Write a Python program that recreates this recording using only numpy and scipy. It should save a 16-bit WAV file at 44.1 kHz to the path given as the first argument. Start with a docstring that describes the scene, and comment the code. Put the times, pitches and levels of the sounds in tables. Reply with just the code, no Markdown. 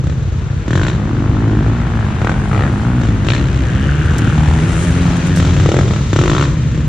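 """Dirt bikes by a pine wood

Four-strokes on a sandy track: one rides off over the field, another pulls up through the revs with a
honking intake, and two pass close in short bursts of throttle. Each firing thumps the pipe, barks in
the muffler and lets out a cracking, rasping jet of gas. Underneath, more bikes idle, chains and valves
clatter and sand sprays; the trees return a dull echo."""
import sys
import numpy as np
from scipy import signal
from scipy.fft import rfft, irfft
from scipy.io import wavfile
from scipy.ndimage import uniform_filter1d, minimum_filter1d

SR = 44100
rng = np.random.default_rng(int(sys.argv[2]) if len(sys.argv) > 2 else 0)


def transcribe(signal):
    """Save signal, clipped to [-1, 1], as a 16-bit WAV file at the path in sys.argv[1]."""
    frames = np.atleast_2d(signal).T
    limited = np.clip(frames, -1, 1)
    pcm = np.round(limited * 32767).astype(np.int16)
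    wavfile.write(sys.argv[1], SR, pcm)


N = 303408
TIME = np.arange(N) / SR


def gain_of(db):
    """Decibels to gain."""
    return 10 ** (np.asarray(db) / 20)

def unit_rms(x):
    """Scales to rms 1."""
    return x / np.sqrt(np.mean(x ** 2) + 1e-20)

def curve_at(points, hz):
    """Reads a curve on a log-frequency axis."""
    f, value = np.transpose(points)
    return np.interp(np.log(hz + 1), np.log(f + 1), value)

def colour(x, eq):
    """Minimum-phase EQ of unit energy, rolling off 20 dB an octave past the ends of its curve."""
    hz = abs(np.fft.fftfreq(16384, 1 / SR)) + 1
    octaves_out = np.maximum(np.log2(eq[0][0] / hz), 0) + np.maximum(np.log2(hz / eq[-1][0]), 0)
    log_gain = np.log(gain_of(np.maximum(curve_at(eq, hz) - 20 * octaves_out, -100)))
    taps = np.fft.ifft(np.exp(np.conj(signal.hilbert(log_gain)))).real[:4096]
    return signal.oaconvolve(x, taps / np.linalg.norm(taps))[:N]

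def resonate(x, hz, width_hz):
    """A steep resonance of unit energy that follows the pitch curve hz."""
    carrier = np.exp(2j * np.pi * np.cumsum(hz) / SR)
    r = np.exp(-np.pi * width_hz / SR)
    baseband = signal.lfilter([(1 - r) ** 2], [1, -2 * r, r * r], x / carrier + 1e-18)
    return (carrier * baseband).real * np.sqrt(8 / (1 - r))

def train(times, sizes):
    """Impulses at the given times."""
    at = np.round(times * SR).astype(int)
    inside = (at >= 0) & (at < N)
    return np.bincount(at[inside], sizes[inside], N)

def puffs(pulses, decay_s, rise_s=0.00088):
    """Each impulse becomes a puff of turbulence of the same energy."""
    power = pulses ** 2 + 1e-20
    for r in np.exp(-2 / (np.array([decay_s, rise_s]) * SR)):
        power = signal.lfilter([1 - r], [1, -r], power)
    return np.sqrt(power) * rng.standard_normal(N)

def swell_at(s, spread_s):
    """A flat-topped swell of height 1."""
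    return np.exp(-((TIME - s) / spread_s) ** 4 / 2) * (abs(TIME - s) < 2 * spread_s)

def running(x):
    """Mirrors a steady sound over its build-up, so it opens already going."""
    return np.pad(x[4096:], (4096, 0), "reflect")

def bumps(t):
    """Rough ground: a 2-9 Hz wobble, rms 1."""
    waves = (np.sin(2 * np.pi * (hz * t + rng.random())) for hz in np.geomspace(2, 9, num=12))
    return unit_rms(sum(waves))

def idle_beat(rate_hz, lope, uneven_db):
    """Loping firings of an engine at rest, rms 1."""
    gap, strength = rng.standard_normal((400, 2)).T
    fired = (np.cumsum(1 + lope * gap) - rng.random()) / rate_hz
    return unit_rms(train(fired, gain_of(uneven_db * strength)))

# Low end of the idling bikes: f/Hz, level/dB
IDLE_EQ = [(18, -60), (30, -22), (40, -6.5), (62, 0.5), (85, 2), (110, -0.5), (150, 1), (185, -12),
           (240, -14), (330, -28.5), (480, -24.5), (900, -63)]
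# Their fader: t/s, level/dB
IDLE_FADER = [(0, -15.5), (1, -17), (3.2, -18), (4.2, -15), (6.88, -16)]
def idle_throb(beats):
    """The firings of bikes idling close by make a bassy throb."""
    return gain_of(np.interp(TIME, *np.transpose(IDLE_FADER))) * running(colour(beats, IDLE_EQ))

# Midrange wash of farther engines: f/Hz, level/dB
DIN_EQ = [(150, -15.5), (330, 11.5), (500, 1), (750, -2), (1050, -4), (1450, -1), (2000, -6), (3000, -10),
          (6000, -30)]
# Its fader, before trim: t/s, level/dB
DIN_FADER = [(0, -36.5), (.7, -33), (2.1, -28.5), (3.8, -29), (4.8, -26.5), (5.8, -32)]
def far_din(trim_db=-1):
    """The firings of farther engines smear into a din."""
    level = gain_of(trim_db + np.interp(TIME, *np.transpose(DIN_FADER)))
    return level * running(colour(puffs(idle_beat(75, .15, 0.46), 0.028), DIN_EQ))

# Metallic edge of valves and chains: f/Hz, level/dB
CLATTER_EQ = [(1000, 10), (2400, -8), (3700, 3), (5100, -4), (6300, -2.5), (7500, -6.5), (8700, -21),
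              (12000, -28)]
def clatter(beats, valve_db=-44.5, chain_db=-35, pass_s=5.64, pass_width_s=1):
    """Valves rattle throughout; chains swell as the passing bikes come nearest."""
    nearness = 1 / (1 + ((TIME - pass_s) / pass_width_s) ** 4)
    level = np.hypot(gain_of(valve_db), gain_of(chain_db) * nearness)
    return level * running(colour(puffs(beats, 0.035, rise_s=0.0064), CLATTER_EQ))

def firings(run):
    """The moments at which an engine fires during one run."""
    s, rate = np.transpose(run)[:2]
    t = np.arange(s[0], s[-1] + .25 / rate[-1], 1 / SR)
    cycles = np.cumsum(np.interp(t, s, rate)) / SR
    return np.interp(np.arange(int(cycles[-1]) + 1), cycles, t)

def pressure_front(sweep_s=0.002555, top_hz=2200):
    """The pressure front leaves the pipe as a quick upward chirp."""
    hz = np.fft.rfftfreq(512, 1 / SR)
    delay = sweep_s * np.minimum(hz / top_hz, 1)
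    return irfft(np.exp(-2j * np.pi * np.cumsum(delay) * hz[1]))

def sway(depth_db):
    """Gain that wanders as a bike bucks over the bumps and its pipe swings about."""
    t = np.arange(0, N / SR + .1, .01)
    return gain_of(depth_db * np.interp(TIME, t, bumps(t)))

def tailpipe(crack, pitch_hz=1493, wander=0.14):
    """Each crack rings the tailpipe; hot gas shifts the pitch."""
    knots = np.arange(0, N / SR + .1, .03)
    heat = np.interp(TIME, knots, rng.standard_normal(len(knots)))
    return resonate(crack, pitch_hz * (1 + wander * heat), width_hz=162)

VALVE_LEAD_S = .0013  # the valve opens just before the crack peaks
# Sizzle of the escaping gas: f/Hz, level/dB
RASP_EQ = [(1000, -59), (2400, 1), (3600, 3.5), (5000, -6), (6300, -2.5), (7500, -5.5), (8700, -24.5),
           (10500, -23), (14500, -65)]
def engine(runs, pipe_eq, bark_eq, crack_eq, *, boom_db, boom_slope, bark_db, crack_db, rasp_db,
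           ring_db, crack_s, rasp_s, crack_noise=.06, bark_noise=.01, uneven_db=.6, jitter_s=6e-5):
    """One cylinder: each firing booms, barks, cracks and rasps; *_noise is the share of turbulence."""
    boom, bark, crack, rasp = np.zeros((4, N))
    for run in runs:  # rows: t/s, rate/Hz, bark/dB, crack/dB, rasp/dB
        s, rate, *levels = np.transpose(run)
        fired = firings(run)
        late, strength = rng.standard_normal((len(fired), 2)).T
        size = np.sqrt(SR / np.interp(fired, s, rate)) * gain_of(uneven_db * strength)
        load, throttle, gas = (np.interp(fired, s, level) for level in levels)
        fired = fired + jitter_s * late - VALVE_LEAD_S
        boom += train(fired, size * gain_of(boom_db + boom_slope * load))  # grows slowly with load
        bark += train(fired, size * gain_of(bark_db + load))
        crack += train(fired, size * gain_of(crack_db + throttle))
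        rasp += train(fired, size * gain_of(rasp_db + gas))
    bark = np.sqrt(1 - bark_noise) * bark + np.sqrt(bark_noise) * puffs(bark, 0.007)
    fronts = signal.oaconvolve(crack, pressure_front())[:N]
    jet = np.sqrt(1 - crack_noise) * fronts + np.sqrt(crack_noise) * puffs(crack, crack_s)
    body = sway(0.5) * colour(boom, pipe_eq) + sway(0.1) * colour(bark, bark_eq)
    hiss = gain_of(-3) * colour(puffs(rasp, rasp_s), RASP_EQ)
    ring = gain_of(ring_db) * tailpipe(crack)
    return colour(jet, crack_eq) + ring - body + hiss + shock_fronts(rasp)

def burst(start, held_s, first_hz, last_hz, bark_db, crack_db, rasp_db):
    """One blip as an engine run: revs glide while the throttle is held, then revs and level sag."""
    attack_s, attack_db = 0.013, -3.5
    release_s, release_db_per_s, sag_s = 0.08, 237, .28
    t = np.linspace(0, held_s + release_s, num=100)
    shut_s = np.maximum(t - held_s, 0)
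    rate = np.interp(t, [0, held_s], [first_hz, last_hz]) * np.exp(-shut_s / sag_s)
    throttle = attack_db * np.maximum(1 - t / attack_s, 0) - release_db_per_s * shut_s
    blast = throttle + np.where(t < held_s, 0.5 * (1 - t / held_s), -1)  # crack and rasp taper, dB
    lugging = -7 * np.log2(rate / 42.4)  # dB: the bark is hardest at low revs
    bark = bark_db + lugging + throttle
    return np.transpose([start + t, rate, bark, crack_db + blast, rasp_db + blast])

# Throttle cues: t/s, hold/s, first and last firing rate/Hz, bark/dB, crack/dB, rasp/dB, place
THROTTLE_CUES = [ (0.04, 0.063, 31.36, 38.84, -25.5, -34, -40, "facing"),
                 (.68, 0.22, 34.84, 65.6, -17.5, -24, -33.5, "near"),
                 (2.217, 0.085, 31.24, 46.9, -19, -17.5, -36, "facing"),
                 (2.514, 0.14, 59.5, 72.67, -16.5, -20.5, -41.5, "facing"),
                 (3.013, 0.06, 41.8, 63.1, -18.5, -25, -36, "near"),
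                 (3.247, 0.1, 44.64, 71.5, -14.5, -23, -31, "near"),
                 (4.11, 0.19, 36.45, 37.73, -23.5, -29, -46, "far"),
                 (4.352, 0.2, 36.73, 39.29, -28, -24, -46, "far"),
                 (5.027, 0.13, 36.03, 41.9, -38, -25, -98, "far"),
                 (5.372, 0.096, 33.13, 47.3, -20.5, -21.5, -28, "facing"),
                 (5.508, 0.12, 36.8, 26.5, -26, -27, -33.5, "facing"),
                 (5.66, 0.15, 31.54, 48, -15, -19.5, -28.5, "facing"),
                 (5.879, 0.08, 31.78, 40.44, -23.5, -23.5, -34.5, "facing"),
                 (6.131, .315, 30.29, 74.2, -17, -20.5, -29.5, "near"),
                 (6.715, 0.092, 31.67, 34.25, -27.5, -36, -40, "near"), ]
def bursts_at(place):
    """All bursts of throttle from one place: "facing", "near" or "far"."""
    return [burst(*cue[:-1]) for cue in THROTTLE_CUES if cue[-1] == place]

# Pipe boom of the close bikes, and their head-on bark and crack: f/Hz, level/dB
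CLOSE_PIPE_EQ = [(22, -30.5), (50, 10), (70, 4), (120, 15), (170, 10.5), (240, -10.5), (600, -58)]
FACING_BARK_EQ = [(120, -26), (240, 0.5), (320, 9.5), (390, 0.5), (480, 0.5), (600, -3), (800, -29),
                  (1500, -62.5)]
FACING_CRACK_EQ = [(250, -14.5), (500, 2), (750, 7.5), (1020, 2), (1320, 10.5), (1600, -9.5), (1950, 3.5),
                   (2600, -6.5), (5000, -28.5)]
def facing_bursts():
    """Close blips with the pipe pointing at the listener."""
    return engine(bursts_at("facing"), CLOSE_PIPE_EQ, FACING_BARK_EQ, FACING_CRACK_EQ,
                  boom_db=-15, boom_slope=0.22, bark_db=-6.5, crack_db=-7, rasp_db=-1.5, ring_db=-7,
                  crack_s=0.0032, rasp_s=0.0091, uneven_db=1.1)

# The common muffler bark, and the close exhaust crack: f/Hz, level/dB
BARK_EQ = [(120, -29.5), (220, -3), (290, 5.5), (350, 0), (430, -9.5), (560, -11), (750, -24.5),
           (1500, -74.5)]
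NEAR_CRACK_EQ = [(250, -15), (520, 3.5), (730, -4), (1000, 4.5), (1220, 6), (1440, 2), (1600, 0), (1780, 3),
                 (2100, -3.5), (2700, -10), (5000, -28.5)]
def near_bursts():
    """Close, lumpy blips with the pipe turned aside."""
    return engine(bursts_at("near"), CLOSE_PIPE_EQ, BARK_EQ, NEAR_CRACK_EQ,
                  boom_db=-9, boom_slope=0.4, bark_db=-3.5, crack_db=-5.5, rasp_db=0.5, ring_db=-5,
                  crack_s=0.0061, rasp_s=0.012, uneven_db=2)

# Ringing accents: t/s, spread/s, f/Hz, send level/dB
RING_CUES = [(.73, .025, 1720, -8), (.835, .05, 1480, -4), (.84, .07, 320, 2), (2.285, .025, 1400, -5),
             (3.32, .07, 285, 2), (5.72, .08, 440, -1), (6.27, .13, 360, -1.5), (6.38, .05, 1350, -4)]
# Their bandwidth: f/Hz, width/Hz
RING_WIDTHS = [(300, 194), (1500, 360)]
def ring_out(runs):
    """Under full throttle the firings set muffler and tailpipe ringing in brief swells."""
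    cracks = np.zeros(N)
    for run in runs:
        s, rate, _, crack_db, _ = run.T
        fired = firings(run)
        sizes = np.interp(fired, s, np.sqrt(SR / rate) * gain_of(crack_db))
        cracks += train(fired - VALVE_LEAD_S, sizes)
    out = np.zeros(N)
    for s, spread, hz, db in RING_CUES:
        drive = cracks * gain_of(db) * swell_at(s, spread)
        out += resonate(drive, np.full(N, hz), curve_at(RING_WIDTHS, hz))
    return out

def ride(course, crack_db, rasp_db, head_s, head_db, tail_s, tail_db, bite=0):
    """A long engine run: the bark follows the load; the crack ramps at each end as the pipe turns."""
    s, rate, load = np.transpose(course)
    t = np.arange(s[0], s[-1], .01)
    head = head_db * np.maximum(1 - (t - s[0]) / head_s, 0)
    tail = tail_db * np.maximum(1 - (s[-1] - t) / tail_s, 0)
    revs = uniform_filter1d(np.interp(t, s, rate), size=5, mode="nearest")  # flywheel inertia
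    revs *= 1 + 0.0015 * bumps(t)
    pull = np.interp(t, s, load)
    strain = bite * (pull - load.mean())
    return np.transpose([t, revs, pull, crack_db + head + tail + strain, rasp_db + strain])

# Riding off: t/s, firing rate/Hz, load/dB
LEAVING_COURSE = [ (.8, 49.26, -40), (1.0, 51.82, -32.5), (1.22, 54.99, -32), (1.47, 54.64, -30),
                  (1.59, 53.35, -31), (1.74, 58.3, -28), (1.86, 60.17, -30), (1.98, 55.15, -28.5),
                  (2.12, 49.16, -31.5), (2.22, 49.4, -39), (2.33, 53.67, -29.5), (2.54, 50.08, -26.5),
                  (2.74, 48.39, -29.5), (2.9, 62.97, -19), (3.02, 57.51, -23.5), (3.25, 48.45, -31)]
# Its pipe boom and exhaust crack: f/Hz, level/dB
LEAVING_PIPE_EQ = [(25, -42), (54, -5.5), (80, -5), (110, 2.5), (160, -15), (195, -3.5), (235, -7.5),
                   (270, -22.5), (600, -74.5)]
LEAVING_CRACK_EQ = [(250, -67), (520, -0.5), (780, 4), (1000, 1.5), (1350, 2), (1800, -8), (2600, -18.5),
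                    (5000, -45)]
def leaving_bike():
    """A bike rides off over the field, its crack and rasp biting harder under load."""
    run = ride(LEAVING_COURSE, crack_db=-26.5, rasp_db=-47,
               head_s=0.3, head_db=-7.5, tail_s=0.4, tail_db=-8, bite=0.29)
    return engine([run], LEAVING_PIPE_EQ, BARK_EQ, LEAVING_CRACK_EQ,
                  boom_db=-5, boom_slope=.45, bark_db=-9, crack_db=-6, rasp_db=-4.5, ring_db=-9,
                  crack_s=0.0005, rasp_s=0.006, crack_noise=.04, jitter_s=1e-5)

# Sprays of sand: t/s, peak level/dB, spread/s
SAND_CUES = [(.85, -61, 0.18), (2.5, -51.5, 0.44), (4.6, -46.5, 1.03), (4.832, -35.5, 0.083),
             (5.25, -60, 0.42)]
# Their airy hiss: f/Hz, level/dB
SAND_EQ = [(4000, -7.5), (7000, 2), (9800, 0), (11300, -30.5), (14500, -21)]
def sand_spray(beats, trim_db=-2):
    """Tyres throw sand in swells of fluttering hiss."""
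    level = sum(gain_of(db) * np.exp(-abs(TIME - s) / spread) for s, db, spread in SAND_CUES)
    return gain_of(trim_db) * level * colour(puffs(beats, 0.036, rise_s=0.005), SAND_EQ)

# Exhaust blasts: t/s, spread/s, send level from the rasp/dB
BLAST_CUES = [(.88, 0.065, 0), (2.26, 0.021, -5), (2.58, 0.079, 0.5), (3.05, 0.031, -8), (3.305, 0.021, 9),
              (3.376, .04, 2), (6.4, 0.081, -5.5)]
# Ring of a shock front: f/Hz, level/dB
SHOCK_EQ = [(1200, -14), (2000, 3), (2700, 3.5), (3400, -1), (4300, 0), (4900, -13), (7000, -33)]
def shock_fronts(rasp):
    """Blasts aimed at the listener arrive as short, ringing shock fronts."""
    aim = sum(gain_of(db) * swell_at(s, spread) for s, spread, db in BLAST_CUES)
    return colour(puffs(rasp * aim, decay_s=.0013, rise_s=0.00031), SHOCK_EQ)

# Three stretches of riding on, each: t/s, firing rate/Hz, load/dB
CRUISING_COURSES = [
    [(1.0, 36, -28), (1.12, 40, -20.5), (1.25, 49, -20.5), (1.33, 49.5, -20), (1.42, 58, -18),
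     (1.52, 50, -17), (1.59, 51, -18.5), (1.69, 55.6, -19), (1.75, 57, -42.5)],
    [(3.1, 50.13, -29.5), (3.34, 60.17, -25.5), (3.5, 58.2, -29.5), (3.63, 54.1, -24.5),
     (3.72, 52.9, -46.5)],
    [(6.52, 60.34, -32.5), (6.7, 60.9, -36.5), (6.88, 65.27, -40)],
]
# Muffler under steady load: f/Hz, level/dB
GROWL_EQ = [(120, -25), (210, -2.5), (265, 6), (330, 3), (385, -4.5), (450, -11), (750, -24.5),
            (1500, -72.5)]
def cruising_bike():
    """A close bike growls on after a burst."""
    runs = [ride(course, crack_db=-42, rasp_db=-49, head_s=0.12, head_db=2.5, tail_s=0.18, tail_db=-4)
            for course in CRUISING_COURSES]
    return engine(runs, CLOSE_PIPE_EQ, GROWL_EQ, NEAR_CRACK_EQ,
                  boom_db=-22, boom_slope=0.015, bark_db=-2.5, crack_db=-5, rasp_db=-6.5, ring_db=-3,
                  crack_s=.004, rasp_s=0.0097)

# The climb, rear wheel slipping and gripping: t/s, firing rate/Hz, load/dB
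APPROACHING_COURSE = [ (3.382, 67.23, -17.5), (3.52, 68.12, -34.5), (3.7, 60.47, -25), (3.83, 67.92, -26),
                      (4.12, 81.4, -32.5), (4.3, 81.27, -27), (4.39, 74.3, -32.5), (4.52, 79.26, -25.5),
                      (4.7, 85.92, -21), (4.78, 82.04, -27.5), (4.84, 89.5, -21.5), (4.9, 84.6, -22.5),
                      (4.98, 89.8, -20.5), (5.2, 84.83, -26), (5.3, 91.28, -20), (5.37, 86.24, -27.5),
                      (5.5, 90.55, -17), (5.6, 89.93, -28), (5.69, 99.1, -38)]
# Its pipe boom and bright exhaust crack: f/Hz, level/dB
APPROACHING_PIPE_EQ = [(30, -64), (55, -1.5), (75, 0), (90, -1), (125, 0), (160, 0.5), (190, -2.5),
                       (225, -17), (265, -8), (330, -26.5), (600, -74)]
BRIGHT_CRACK_EQ = [(250, -20.5), (500, -0.5), (950, -7.5), (1300, 1), (1490, 0), (1720, 1), (2100, -1),
                   (2800, -3.5), (3300, -8.5), (5000, -29)]
def approaching_bike():
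    """A bike pulls up through the revs, its intake honking in step with the exhaust."""
    run = ride(APPROACHING_COURSE, crack_db=-33.5, rasp_db=-37,
               head_s=.6, head_db=0.5, tail_s=3.7, tail_db=4.5)
    exhaust = engine([run], APPROACHING_PIPE_EQ, BARK_EQ, BRIGHT_CRACK_EQ,
                     boom_db=-16.5, boom_slope=0.085, bark_db=-4.5, crack_db=-5, rasp_db=-3, ring_db=-4,
                     crack_s=0.0025, rasp_s=0.0042, crack_noise=.12, jitter_s=4e-5)
    return exhaust + intake_honk(run)

# Swells of intake honk: t/s, spread/s, f/Hz, level/dB
HONK_CUES = [(3.83, 0.14, 1600, -30.5), (4.06, 0.09, 1530, -32), (4.27, 0.09, 1470, -29)]
def intake_honk(run, glide_hz_per_s=-600, upper_ratio=1.81, upper_db=-10):
    """Gulps of air, one per firing, ring two airbox resonances in nasal, sinking swells."""
    cycles = np.cumsum(np.interp(TIME, run[:, 0], run[:, 1])) / SR
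    strokes = np.diff(np.floor(cycles), prepend=0)
    gulps = unit_rms(puffs(strokes, decay_s=.0007))
    out = np.zeros(N)
    for s, spread, hz, db in HONK_CUES:
        pitch = hz + glide_hz_per_s * (TIME - s)
        air = gain_of(db) * swell_at(s, spread) * gulps
        out += resonate(air, pitch, width_hz=450)
        out += gain_of(upper_db) * resonate(air, upper_ratio * pitch, width_hz=650)
    return out

# Coasting along: t/s, firing rate/Hz, load/dB
COASTING_COURSE = [ (3.65, 59.73, -29.5), (3.9, 73, -30.5), (4.2, 72.5, -36.5), (4.45, 76.3, -24.5),
                   (4.7, 81.66, -33), (5.3, 77.03, -33), (5.6, 74.7, -23.5), (5.87, 63.55, -26),
                   (6.08, 75.3, -29.5), (6.3, 68.32, -32.5), (6.53, 77.4, -27.5), (6.88, 75.52, -27)]
# Its pipe boom: f/Hz, level/dB
COASTING_PIPE_EQ = [(30, -10.5), (72, -17.5), (145, -3.5), (200, -10.5), (300, -38), (600, -41.5)]
def coasting_bike():
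    """A bike follows on a nearly shut throttle, its crack almost all breath."""
    run = ride(COASTING_COURSE, crack_db=-40.5, rasp_db=-66,
               head_s=0.93, head_db=-23.5, tail_s=1, tail_db=-2.5)
    return engine([run], COASTING_PIPE_EQ, BARK_EQ, BRIGHT_CRACK_EQ,
                  boom_db=-5.5, boom_slope=0.52, bark_db=-5, crack_db=5.5, rasp_db=3, ring_db=-16.5,
                  crack_s=0.026, rasp_s=0.0079, crack_noise=0.99, bark_noise=.06, jitter_s=1e-4)

# Dull exhaust crack from far off: f/Hz, level/dB
FAR_CRACK_EQ = [(300, -46), (520, -4), (780, 6.5), (1000, 3), (1350, -6.5), (2600, -20), (5000, -45)]
def far_bursts():
    """Hoarse blips of throttle carry from far over the field."""
    return engine(bursts_at("far"), LEAVING_PIPE_EQ, BARK_EQ, FAR_CRACK_EQ,
                  boom_db=-17, boom_slope=0.12, bark_db=-3, crack_db=-5.5, rasp_db=5.5, ring_db=-21,
                  crack_s=0.00055, rasp_s=0.0034, crack_noise=.04, bark_noise=.06,
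                  uneven_db=1, jitter_s=2e-5)

# Ticks and pings: t/s, peak level/dB, t60/s
TICK_CUES = [(4.182, -18.5, 0.038), (4.734, -38, 0.075), (5.165, -32, 0.086), (5.267, -28.5, 0.091),
             (5.36, -24.5, 0.11), (5.38, -30, 0.1), (6.412, -34, 0.012)]
def ticks(trim_db=-5):
    """Sharp metal ticks, and high pings from chains and brakes."""
    envelope = sum(gain_of(db - 60 * abs(TIME - s) / t60) * (TIME >= s) for s, db, t60 in TICK_CUES)
    tick_eq = [(2500, -1.5), (6500, 8), (9500, 4), (12000, -10), (15000, -13)]
    return gain_of(trim_db) * colour(envelope * rng.standard_normal(N), tick_eq)

# Reverb time of the wood: f/Hz, t60/s
WOOD_DECAY = [(100, 1), (500, 0.6), (2000, 0.25), (8000, 0.33)]
def tree_echo(x, predelay_s=0.028, echoes_per_s=2000):
    """Scattered echoes from the trunks, the bass lingering longest."""
    taps = rng.standard_normal(SR) * (rng.random(SR) < echoes_per_s / SR)
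    taps *= np.arange(SR) > predelay_s * SR
    hz, t, spectrum = signal.stft(taps, SR, nperseg=256)
    decay = gain_of(-60 * t / curve_at(WOOD_DECAY, hz)[:, None])
    tail = signal.istft(spectrum * decay, SR, nperseg=256)[1]
    return signal.oaconvolve(x, tail / np.linalg.norm(tail))[:N]

def ambience():
    """The bed: the far din, plus throb, clatter and sand pulsing with three idling engines."""
    beats = unit_rms(idle_beat(21, 0.0677, 0.67) + idle_beat(27, 0.0495, 1.1) + idle_beat(33, 0.0393, 3))
    return idle_throb(beats) + far_din() + clatter(beats) + sand_spray(beats)

# Stereo width: f/Hz, side level/dB
WIDTH_EQ = [(30, -0.5), (70, -16.5), (130, -25.5), (280, -22.5), (550, -11.5), (1100, -4.5), (2400, -6.5),
            (4500, -5), (7000, 3.5), (12000, -2.5)]
# Pan by frequency: f/Hz, share leaning left
LEFT_LEAN = [(40, 0.11), (250, -0.0051), (650, 0.16), (1400, 0.37), (3000, 0.23), (6000, 0.042),
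             (10000, -0.28)]
def microphone(direct, ahead, across, scatter_s=0.0031, scatter_db=-2, across_db=1):
    """Two ports share the bass; their housing scatters the treble; diffuse sound differs at each."""
    hz = np.fft.rfftfreq(N, 1 / SR)
    scatter = rfft(rng.standard_normal(N) * np.exp(-np.minimum(TIME / scatter_s, 50)))
    phase = np.where(hz < 450, 1j, scatter / abs(scatter))  # long waves just reach one port later
    width = gain_of(scatter_db) * phase * rfft(direct) + gain_of(across_db) * rfft(across)
    mid = direct + ahead
    side = irfft(rfft(mid) * curve_at(LEFT_LEAN, hz) + gain_of(curve_at(WIDTH_EQ, hz)) * width, N)
    return np.array([mid + side, mid - side])

def scene():
    """Bikes and metal ticks up front, echo and ambience spread around them."""
    bikes = facing_bursts() + near_bursts() + ring_out(bursts_at("near") + bursts_at("facing"))
    bikes += leaving_bike() + cruising_bike() + approaching_bike() + coasting_bike() + far_bursts()
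    ahead, across = (gain_of(-12.5) * tree_echo(bikes) + ambience() for _ in range(2))
    return microphone(bikes + ticks(), ahead, across)

def record(dry, ceiling=.98, release_db_per_s=150, cutoff_hz=14900):
    """A peak limiter, then a steep low-pass."""
    over_db = np.maximum(20 * np.log10(abs(dry).max(0) / ceiling + 1e-9), 0)
    peak_db = -minimum_filter1d(-over_db, size=90)
    release = TIME * release_db_per_s
    reduction_db = np.maximum.accumulate(peak_db + release) - release
    limited = dry / gain_of(uniform_filter1d(reduction_db, size=90))
    lowpass = signal.firwin(511, cutoff_hz, window=("kaiser", 9), fs=SR)
    return signal.oaconvolve(limited, lowpass[None], "same")


dry = scene()
out = record(dry)
transcribe(out)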